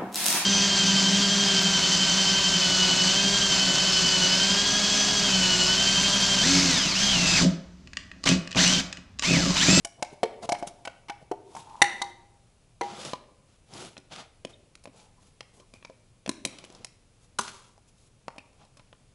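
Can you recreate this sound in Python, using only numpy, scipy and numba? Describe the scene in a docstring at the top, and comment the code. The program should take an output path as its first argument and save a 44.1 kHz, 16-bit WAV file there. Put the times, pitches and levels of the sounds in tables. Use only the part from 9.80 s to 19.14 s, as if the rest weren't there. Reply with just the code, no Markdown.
"""In a quiet, faintly humming hard room, someone kneeling near a microphone levers at a large paint can.
The tool clicks on the rim and the can drums, each blow a burst of contact ringing tuned modes, while two echoes
and a diffuse tail answer. Cans and gloves rub on a plastic sheet in strokes of grainy noise, and gliding
resonances creak. The large lid pops and rings at 2 s; knocks and prying on a small can follow, whose lid pops
at 7.6 s. Small knocks and rubs follow to the end."""
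import sys
import numpy as np
from scipy import signal
from scipy.fft import rfft, irfft, next_fast_len
from scipy.io import wavfile
from scipy.ndimage import uniform_filter1d
from numba import njit

SR = 44100
rng = np.random.default_rng(int(sys.argv[2]) if len(sys.argv) > 2 else 0)


def generate_wav(sig):
    """Save sig (samples, or channels by samples) to the path in sys.argv[1] as 16-bit PCM at SR."""
    pcm = np.round(np.clip(np.atleast_2d(sig).T, -1, 1) * 32767).astype(np.int16)
    wavfile.write(sys.argv[1], SR, pcm)


N = 411894


def undb(db):
    """Turn decibels into an amplitude factor."""
    return 10 ** (np.asarray(db) / 20)


def level(x, db):
    """Set the RMS level in dB."""
    return x * undb(db) / np.sqrt(np.mean(x ** 2))


def colour(x, points):
    """Shape the spectrum by (f/Hz, level/dB) points and bring the result to unit RMS."""
    size = next_fast_len(len(x))
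    hz, db = np.transpose(points)
    bin_hz = np.arange(size // 2 + 1) * SR / size
    gain = undb(np.interp(np.log(bin_hz + 1), np.log(hz), db))
    return level(irfft(rfft(x, size) * gain, size)[:len(x)], 0)


def band(x, lo_hz, hi_hz):
    """Keep one frequency band, with gentle slopes."""
    return signal.sosfilt(signal.butter(2, [lo_hz, hi_hz], "band", fs=SR, output="sos"), x)


def walk(rate):
    """Random levels held 1 / rate s and slewed twice; spread near 1."""
    hold = int(SR / rate)
    steps = np.repeat(rng.standard_normal(N // hold + 1), hold)
    return 1.3 * uniform_filter1d(uniform_filter1d(steps, hold), hold)[:N]


@njit
def svf(x, hz, sharp):
    """State-variable band-pass with a moving centre; sharp is its Q."""
    y, b, l = np.empty(len(x)), 0., 0.  # output, band state, low state
    for i in range(len(x)):
        g = np.tan(np.pi * hz[i] / SR)
        v = (b + g * (x[i] - l)) / (1 + g * (g + 1 / sharp))
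        b, l, y[i] = 2 * v - b, l + 2 * g * v, v / sharp
    return y


def even(x, shape):
    """Keep the timing of a burst but level its spectrum, so that no pitch is favoured."""
    spectrum = rfft(x * shape, 2 * len(x))
    flat = irfft(spectrum / (np.abs(spectrum) + 1e-12))[:len(x)]
    return flat * np.sqrt(shape)


def radiate(x, low_hz=190):
    """Cans and lids radiate deep bass only weakly."""
    return signal.sosfilt(signal.butter(1, low_hz, "high", fs=SR, output="sos"), x)


# Spectrum of the empty room and the microphone: (f/Hz, relative level/dB per Hz)
QUIET_SPECTRUM = [(12, -46.5), (20, 3), (64, -2.5), (113, 0), (326, -14.5), (449, -13.5), (920, -20.5),
                  (1840, -26.5), (2270, -24), (2460, -23.5), (3210, -25.5), (10300, -27.5), (11500, -31.5),
                  (15000, -73), (22000, -120)]
QUIET_DB = -61.5
HUM_HZ, HUM_DB = 118, -72  # a faint hum in the building


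def quiet():
    """The steady hiss, low rumble and hum of the empty room and the microphone, wavering a little."""
    hum = band(rng.standard_normal(N), HUM_HZ - 7, HUM_HZ + 7) * undb(3 * walk(0.54))
    hiss = colour(rng.standard_normal(N), QUIET_SPECTRUM) * undb(.6 * walk(3))
    return level(hum, HUM_DB) + level(hiss, QUIET_DB)


# Edges of the drum, lower rim, upper rim and click bands: (f/Hz)
BAND_EDGES_HZ = (200, 1200, 3400, 6500, 11500)
# Crack against the ringing in the drum, lower rim and upper rim bands, before each source's crack_db: (level/dB)
BAND_CRACK_DB = (-1, 3, -1.5)
CRACK_T60_S, DRUM_T60_S = .04, 0.11  # both scaled by the ring factor of the blow
GRIP = 0.7  # the gloved hand shortens every mode by this factor
DRUM_SPREAD = 1.35  # the drum crack reaches this factor above and below the drum note


def contact_push(noise, chatter_ms):
    """The tip skips over the steel: a first knock and sparse random ones under a short bell-shaped swell."""
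    touch = np.arange(SR // 20) / SR / (chatter_ms / 1000)
    skips = noise[0] * (noise[1] > 1.1)
    skips[0] = 2
    return even(skips, np.exp(-1.5 * (touch - .5) ** 2))


def blows(table, modes, crack_db, chatter_ms, scatter_db=3.5, detune=.01):
    """Each blow is a short chatter of contact that rings the drum note, the named modes and a dense crack."""
    out, t = np.zeros(N + SR), np.arange(SR // 2) / SR
    modes = np.array(modes)
    mode_hz, mode_db, mode_t60 = modes[:, :1], modes[:, 1:2], modes[:, 2:]
    group = np.searchsorted(BAND_EDGES_HZ, modes[:, 0])
    for start, click_db, drum_hz, drum_db, lower_db, upper_db, ring in table:
        noise = rng.standard_normal((2, SR // 20))
        push = contact_push(noise, chatter_ms)
        dying = -np.log(1000) * t / max(ring, .2)

        # the place of the blow shifts every mode a little
        spread = rng.standard_normal((2, len(modes), 1))
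        mode_gain = undb(mode_db + scatter_db * spread[0]) * np.exp(dying / (GRIP * mode_t60))
        rings = mode_gain * np.sin(2 * np.pi * mode_hz * (1 + detune * spread[1]) * t)

        # an uneven lid splits its note in three
        skin_hz = drum_hz * np.array([[1], [.84], [1.17]]) * (1 + detune * noise[0, :3, None])
        skin = undb([0, -7, -7]) @ np.sin(2 * np.pi * skin_hz * t)
        drum = np.exp(dying / DRUM_T60_S) * (1 - np.exp(-t / .0015)) * skin

        low_rings, lower_rim, upper_rim = [rings[group == k].sum(0) for k in (1, 2, 3)]
        tones = [drum + low_rings, lower_rim, upper_rim, 0 * t]  # the click is crack alone
        crack_noise = even(rng.standard_normal(len(t)), np.exp(dying / CRACK_T60_S))
        lows = [drum_hz / DRUM_SPREAD, *BAND_EDGES_HZ[1:4]]
        highs = [drum_hz * DRUM_SPREAD, *BAND_EDGES_HZ[2:]]
        for k, peak_db in enumerate((drum_db, lower_db, upper_db, click_db)):
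            crack = (-1) ** k * band(crack_noise, lows[k], highs[k])  # polarity alternates by band
            crack_gain = undb((*BAND_CRACK_DB, 0)[k] + crack_db)
            part = tones[k] + crack_gain * crack / np.abs(crack).max()
            # the slow drum feels one push, the higher bands the whole chatter
            sound = radiate(signal.fftconvolve(part, push if k else [1]))
            first = int(start * SR)
            out[first:first + len(sound)] += sound * undb(peak_db) / np.abs(sound).max()
    return out[:N]


# Blows on the large can: (t/s, click peak level/dB, drum note f/Hz, drum peak level/dB,
# lower rim peak level/dB, upper rim peak level/dB, ring length factor, at least 0.2 in use)
LARGE_CAN_BLOWS = [(0.0478, -24, 686, -33, -25.5, -22, 0.86), (0.2244, -28, 721, -19, -22.5, -17.5, 0.51),
                   (0.4314, -30, 704, -10.5, -24.5, -26, 0.3), (0.436, -64, 446, -16, -26, -35, 0.84),
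                   (0.6903, -32, 708, -19, -28, -26.5, 0.94), (0.7208, -29, 707, -16, -22, -21, 0.68),
                   (0.7494, -53, 840, -31, -31, -58, 0.17), (0.8255, -48, 691, -21.5, -39, -43, 0.84),
                   (1.051, -37, 808, -35.5, -29.5, -32, 0.82), (1.074, -49, 678, -26.5, -27.5, -36, 0.41),
                   (1.284, -52, 928, -40, -39.5, -44, 1), (1.297, -41, 822, -28.5, -28, -34, 0.73),
                   (1.514, -45, 400, -19, -37.5, -40, 0.48), (1.516, -53, 730, -23, -44.5, -51, 1),
                   (1.7504, -44, 767, -31, -46.5, -40, 0.47), (1.7649, -40, 904, -31.5, -42.5, -68, 0.77)]
# Modes of the large can, its seated lid damped by rim and glove:
# (f/Hz, relative level/dB in its band, t60/s before grip and ring factor)
LARGE_CAN_MODES = [(350, -4.5, 0.031), (549, -26, 0.047), (900, -13, 0.13), (1130, -16.5, .04),
                   (1520, -8.5, 0.081), (2250, 1, 0.04), (2650, -8, 0.04), (2990, -2.5, 0.035),
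                   (3130, -13, .04), (4179, -12, 0.027), (5140, -7, .012), (5738, -6, 0.011)]


def pry_large_can():
    """The tool slips and clicks on the large rim; the seated lid drums and dies quickly."""
    return blows(LARGE_CAN_BLOWS, LARGE_CAN_MODES, crack_db=-3.0, chatter_ms=4.8)


# Tail by octave: (centre f/Hz, t60/s, level/dB against the direct sound before the soft onset)
ROOM_OCTAVES = [(125, 0.17, -9.5), (270, 1, -11.5), (500, 1.0, -13), (1000, 0.7, -13), (2080, 0.51, -9),
                (4000, 0.53, -14), (7700, 0.45, -15.5)]
# Echoes off the floor and nearest wall: (delay t/s, level/dB against the direct sound)
ROOM_ECHOES = [(.006, -17), (0.022, -20.5)]


def room(x):
    """Two early echoes, with a diffuse tail whose octaves die at their own rates."""
    t = np.arange(int(1.2 * SR)) / SR
    tail = np.zeros(len(t))
    for hz, t60, db in ROOM_OCTAVES:
        octave = band(rng.standard_normal(len(t)), hz / 2 ** .5, hz * 2 ** .5)
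        octave = level(octave * np.exp(-np.log(1000) * t / t60), db)
        tail += octave * np.sqrt(2 ** .5 * hz / SR / len(t))  # from RMS to gain within the octave
    tail *= 1 - np.exp(-t / .012)  # the tail builds up softly
    for delay, db in ROOM_ECHOES:
        tail[int(delay * SR)] += undb(db)
    return signal.fftconvolve(x, tail)[:N]


# Strokes on sheet, can and cloth: (start t/s, swell t/s, hold t/s, fade t/s, hiss level/dB, level/dB above 6 kHz
# against the hiss below it, rumble level/dB of the can against that hiss, rumble note f/Hz)
RUB_STROKES = [(0.165, 0.031, 0.0091, 0.019, -73.5, -6, 23.5, 680),
               (0.304, 0.026, 0.0071, .02, -68.5, 7, 21.5, 420),
               (0.613, 0.016, 0.028, 0.01, -49, -4.5, 9, 660), (0.775, 0.012, .015, 0.0088, -59, 4, 8, 666),
               (0.867, 0.0044, 0.0032, 0.023, -42, 4, -1, 585),
               (1.391, 0.032, .004, .02, -69.5, 0, 22, 614), (1.64, 0.14, 0.024, 0.036, -56, 0, 7, 900),
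               (1.794, 0.033, 0.48, 0.026, -66.5, -2.5, 7, 935),
               (3.004, 0.03, .1, 0.079, -49, -14, 2.5, 790), (3.111, 0.091, 0.096, 0.1, -46, -7, 0.5, 525),
               (3.661, .03, 0.069, .04, -70, -10, -9, 500),
               (3.868, 0.089, 0.09, 0.12, -49.5, -4.5, 5.5, 360),
               (4.296, 0.025, 0.085, 0.078, -47, -14.5, 1.5, 710),
               (4.666, 0.035, 0.0069, 0.035, -59.5, -5, 3.5, 388),
               (5.102, 0.06, 0.083, 0.077, -65, -0.5, 4.5, 477),
               (5.381, 0.041, 0.055, 0.055, -71.5, 2.5, 2, 520),
               (5.719, 0.022, 0.055, 0.043, -74.5, 7.5, 13.5, 414),
               (5.942, .006, 0.0091, 0.073, -66.5, -2, 5, 290), (6.665, .02, 0.15, 0.04, -61, -11, 3, 350),
               (6.839, 0.022, 0.18, .02, -65.5, -9.5, 7.5, 477),
               (7.368, 0.066, 0.019, 0.018, -70, 2.5, -3, 380),
               (7.596, 0.022, 0.024, 0.3, -48.5, -2.5, -4, 1070),
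               (8.055, .03, 0.0087, .03, -73.5, 8, -17, 443),
               (8.142, 0.037, 0.096, 0.033, -77, 7, -3.5, 427),
               (8.582, 0.0089, .005, .04, -73, -17, 8, 800),
               (8.753, 0.057, .02, 0.077, -65, -18.5, 8.5, 780),
               (8.984, 0.009, .008, .03, -67, -23, -4, 865)]
# Spectrum of the hissing sheet: (f/Hz, relative level/dB per Hz)
RUB_HISS_SPECTRUM = [(710, -18.5), (1200, 0.5), (1370, 0), (1690, -8.5), (3240, -3.5), (9520, -14.5),
                     (11200, -9), (11500, -31), (15000, -64), (22000, -120)]
# Spectrum of the rumbling can walls: (f/Hz, relative level/dB per Hz)
RUB_RUMBLE_SPECTRUM = [(59, -40), (100, 5), (236, 5), (323, -2.5), (432, -1), (754, 2.5), (1120, -5),
                       (1310, -40), (1800, -37.5), (2340, -32), (3960, -120)]
STROKE_EDGE_DB = -24.5  # pressure at the start and end of a stroke
NOTE_SHARE = 0.31  # share of the rumble in its note


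def rubbing():
    """Dense stick-slip grains of uneven size; the sheet hisses and the can walls rumble."""
    t, out = np.arange(N) / SR, np.zeros(N)
    grains = rng.standard_normal((2, N)) * undb(2.5 * rng.exponential(size=(2, N)))
    hiss = colour(grains[0], RUB_HISS_SPECTRUM) * undb(1.5 * walk(120))
    dull = level(band(hiss, 900, 6000), 0)
    bright = level(band(hiss, 6000, 11500), 0)
    broad = colour(grains[1], RUB_RUMBLE_SPECTRUM) * undb(2.5 * walk(60))
    for start, swell, hold, fade, hiss_db, bright_db, rumble_db, note_hz in RUB_STROKES:
        corners = start + np.cumsum([0, swell, hold, fade])
        span = slice(int((corners[0] - .02) * SR), int((corners[-1] + .03) * SR))
        now = t[span]
        pressure_db = np.interp(now, corners, [STROKE_EDGE_DB, 0, 0, STROKE_EDGE_DB])
        touching = 1. * (now > corners[0]) * (now < corners[-1])
        contact = uniform_filter1d(touching, SR // 50)  # contact comes and goes softly
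        note = level(svf(broad[span], note_hz + 0 * now, 6.0), 0)
        rumble = (1 - NOTE_SHARE) * broad[span] + NOTE_SHARE * note
        rub = dull[span] - undb(bright_db) * bright[span] + undb(rumble_db) * rumble
        out[span] += contact * undb(hiss_db + pressure_db) * rub
    return out


# Lid creaks and tool squeaks or pings on the rim: (start t/s, length t/s, from f/Hz, to f/Hz,
# level/dB over a third of a second, before the swell and fade)
CREAK_GLIDES = [(1.71, 0.033, 780, 950, -56), (1.805, 0.65, 893, 1000, -48),
                (4.728, 0.019, 3676, 3605, -54.5), (5.119, 0.22, 900, 800, -67),
                (5.347, 0.089, 1000, 1000, -69.5), (5.8, 0.039, 1060, 1073, -59),
                (5.933, 0.044, 2440, 2410, -58), (6.046, 0.01, 2366, 2273, -41),
                (8.582, 0.015, 2520, 2550, -47)]
CREAK_WIDTH_HZ, SLIP_SCATTER_DB = 200, 4.5  # width at the final pitch, per filter pass; unevenness of the slips


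def creaks():
    """Uneven slips ring one resonance that may glide as the lid bends."""
    out = np.zeros(N)
    for start, length, from_hz, to_hz, db in CREAK_GLIDES:
        # 0-1 through the creak; a longer creak stops after a third of a second, part way through its glide
        x = np.arange(SR // 3) / SR / length
        progress = np.minimum(x, 1)
        slips = rng.standard_normal(len(x)) * undb(SLIP_SCATTER_DB * rng.exponential(size=len(x)))
        hz = from_hz + (to_hz - from_hz) * progress
        sharp = to_hz / CREAK_WIDTH_HZ
        tone = level(svf(svf(slips, hz, sharp), hz, sharp), db)
        swell = np.abs(np.sin(np.pi * progress)) ** .5
        first = int(start * SR)
        out[first:first + len(x)] += tone * swell
    return out


# Blows on the large lid: (t/s, click peak level/dB, drum note f/Hz, drum peak level/dB,
# lower rim peak level/dB, upper rim peak level/dB, ring length factor)
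LARGE_LID_BLOWS = [(2.0178, -10, 975, -10.5, -1.5, -5, 0.44), (2.2166, -29, 1005, -21.5, -25, -19.5, 0.8),
                   (3.011, -37.5, 945, -20, -28, -30, 0.2), (3.014, -50.5, 464, -20.5, -30, -53.5, 0.87)]
# Modes of the free large lid: (f/Hz, relative level/dB in its band, t60/s before grip and ring factor)
LARGE_LID_MODES = [(360, -19, 1), (651, -20, .2), (470, -23.5, 0.2), (807, 0, 0.47), (941.7, -4, 0.35),
                   (2005, -0.5, .1), (2062, -5, 0.14), (2360, -8, 0.033), (2640, -19.5, 0.04),
                   (3150, -11.5, .05), (3802, 2.5, 0.03), (4280, -8, 0.05), (5220, -9.5, .04),
                   (5860, -2.5, .06)]


def pop_large_lid():
    """The freed large lid pops and rings, clearer than when seated."""
    return blows(LARGE_LID_BLOWS, LARGE_LID_MODES, crack_db=-4.5, chatter_ms=5.35)


# Prying and knocks of the small can: (t/s, click peak level/dB, drum note f/Hz, drum peak level/dB,
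# lower rim peak level/dB, upper rim peak level/dB, ring length factor)
SMALL_CAN_BLOWS = [(3.2497, -37, 350, -31, -57.5, -27.5, 0.42), (3.3338, -42, 1000, -21, -27, -27.5, 0.47),
                   (3.9365, -46, 815, -52, -52, -35, 1.4), (4.1674, -55, 766, -43, -35.5, -52, 0.84),
                   (4.1785, -49, 277, -39.5, -47, -36.5, 0.8), (4.6493, -40, 270, -25, -27, -31.5, 0.56),
                   (4.9532, -45.5, 333, -52, -40, -43, 0.38), (5.0384, -47, 680, -54.5, -55, -49, 1.3),
                   (5.0556, -52, 690, -33.5, -37.5, -43, 0.43), (5.073, -60, 270, -37, -47, -55, 1.5),
                   (5.1981, -63, 827, -64, -55, -50, 1.5), (5.6068, -49.5, 838, -37.5, -31.5, -34.5, 0.47),
                   (5.7992, -59.5, 374, -47, -49.5, -49.5, 1.9),
                   (5.9377, -50, 264, -42, -49.5, -41.5, 0.53), (6.0263, -63, 1090, -46.5, -43, -61, 0.48),
                   (6.0493, -70.5, 930, -38, -39, -33.5, 0.58), (6.0979, -73, 529, -37.5, -59, -53, 0.75),
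                   (6.4614, -44.5, 554, -33, -31.5, -35, 0.52), (6.4772, -38, 266, -26.5, -35, -45, 0.35),
                   (6.4924, -22, 271, -18, -23.5, -19, 0.6), (6.6507, -16, 520, -24.5, -18.5, -17, 0.76),
                   (6.6597, -32, 203, -27.5, -35, -49, 0.82), (6.785, -43, 690, -46, -39, -38.5, 0.9),
                   (6.84, -49, 320, -40, -39.5, -41, 0.51), (6.848, -43, 298, -49, -39, -48, 0.87),
                   (6.9015, -52, 360, -43, -49, -45, 0.31), (6.9236, -48, 534, -51, -64, -48, 0.49),
                   (6.9494, -53, 410, -47, -84, -43, 0.47), (7.046, -32, 762, -42.5, -34, -27, 0.62),
                   (7.9782, -62.5, 798, -47, -70.5, -52.5, 0.38), (8.4816, -50.5, 930, -24, -30, -41, 0.44),
                   (8.5617, -56.5, 762, -44, -56, -66.5, 0.89), (8.5818, -46, 810, -33.5, -35, -41, 0.59),
                   (8.73, -65, 710, -57.5, -57.5, -60.5, 0.8), (8.85, -56, 900, -53, -58, -55, 0.78),
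                   (8.97, -52.5, 1099, -52, -50, -48, 1.6), (8.9956, -64.5, 985, -49, -45, -58.5, 0.84),
                   (9.1284, -73.5, 1013, -40, -44.5, -60, 0.41)]
# Modes of the small can, its seated lid damped by rim and glove:
# (f/Hz, relative level/dB in its band, t60/s before grip and ring factor)
SMALL_CAN_MODES = [(270, -0.5, 0.062), (587, 9, 0.04), (1010, -4, 0.074), (1457, -8, 0.036),
                   (2416, 5, 0.016), (2593, 4, 0.028), (3092, 9, 0.013), (3967, 1, 0.019),
                   (4510, -6, 0.01997), (5230, -1, 0.025)]


def knock_and_pry_small_can():
    """Prying at the small rim and small can knocks, with shorter contacts and more crack against the ring."""
    return blows(SMALL_CAN_BLOWS, SMALL_CAN_MODES, crack_db=5.0, chatter_ms=1.39)


# Blows on the small lid: (t/s, click peak level/dB, drum note f/Hz, drum peak level/dB,
# lower rim peak level/dB, upper rim peak level/dB, ring length factor)
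SMALL_LID_BLOWS = [(7.586, -20.5, 1170, -47, -18, -22, 1.37), (7.5929, -41, 981, -13.5, -43, -36, 0.37),
                   (7.6075, -31, 990, -54, -50, -33, 1.3), (7.6769, -44, 1050, -38, -33.5, -36, 0.84),
                   (7.6874, -44, 1000, -45, -37, -45, 1)]
# Modes of the free small lid: (f/Hz, relative level/dB in its band, t60/s before grip and ring factor)
SMALL_LID_MODES = [(230, -11, 0.72), (400, -14.5, 0.65), (1010, 14.5, 0.063), (1457, 7.5, 0.053),
                   (2160, -19, 0.05), (2990, -7, 0.029), (4010, -8, 0.026), (5000, -12, 0.029),
                   (5400, -22, 0.054), (6200, -10, 0.074)]


def pop_small_lid():
    """The freed small lid pops and rings, clearer than when seated."""
    return blows(SMALL_LID_BLOWS, SMALL_LID_MODES, crack_db=2.5, chatter_ms=4.4)


LEFT_DB, SIDE_DB = .8, -26  # left over right in the shared sound; side signal against it


def scene():
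    """Sum the work, the room's answer and the quiet, then spread them slightly over two channels."""
    large = pry_large_can() + pop_large_lid()
    small = knock_and_pry_small_can() + pop_small_lid()
    work = large + small + rubbing() + creaks()
    mid = work + room(work) + quiet()
    # the channels differ by a slight turn of phase
    side = undb(SIDE_DB) * np.imag(signal.hilbert(mid, next_fast_len(N))[:N])
    return np.array([undb(LEFT_DB / 2) * mid + side, undb(-LEFT_DB / 2) * mid - side])


TOP_HZ = 10950


def record(dry):
    """The recorder rounds the loudest peaks and cuts the top."""
    low_pass = signal.ellip(10, .2, 90, TOP_HZ, fs=SR, output="sos")
    return signal.sosfilt(low_pass, np.tanh(dry))


dry = scene()
out = record(dry)
generate_wav(out)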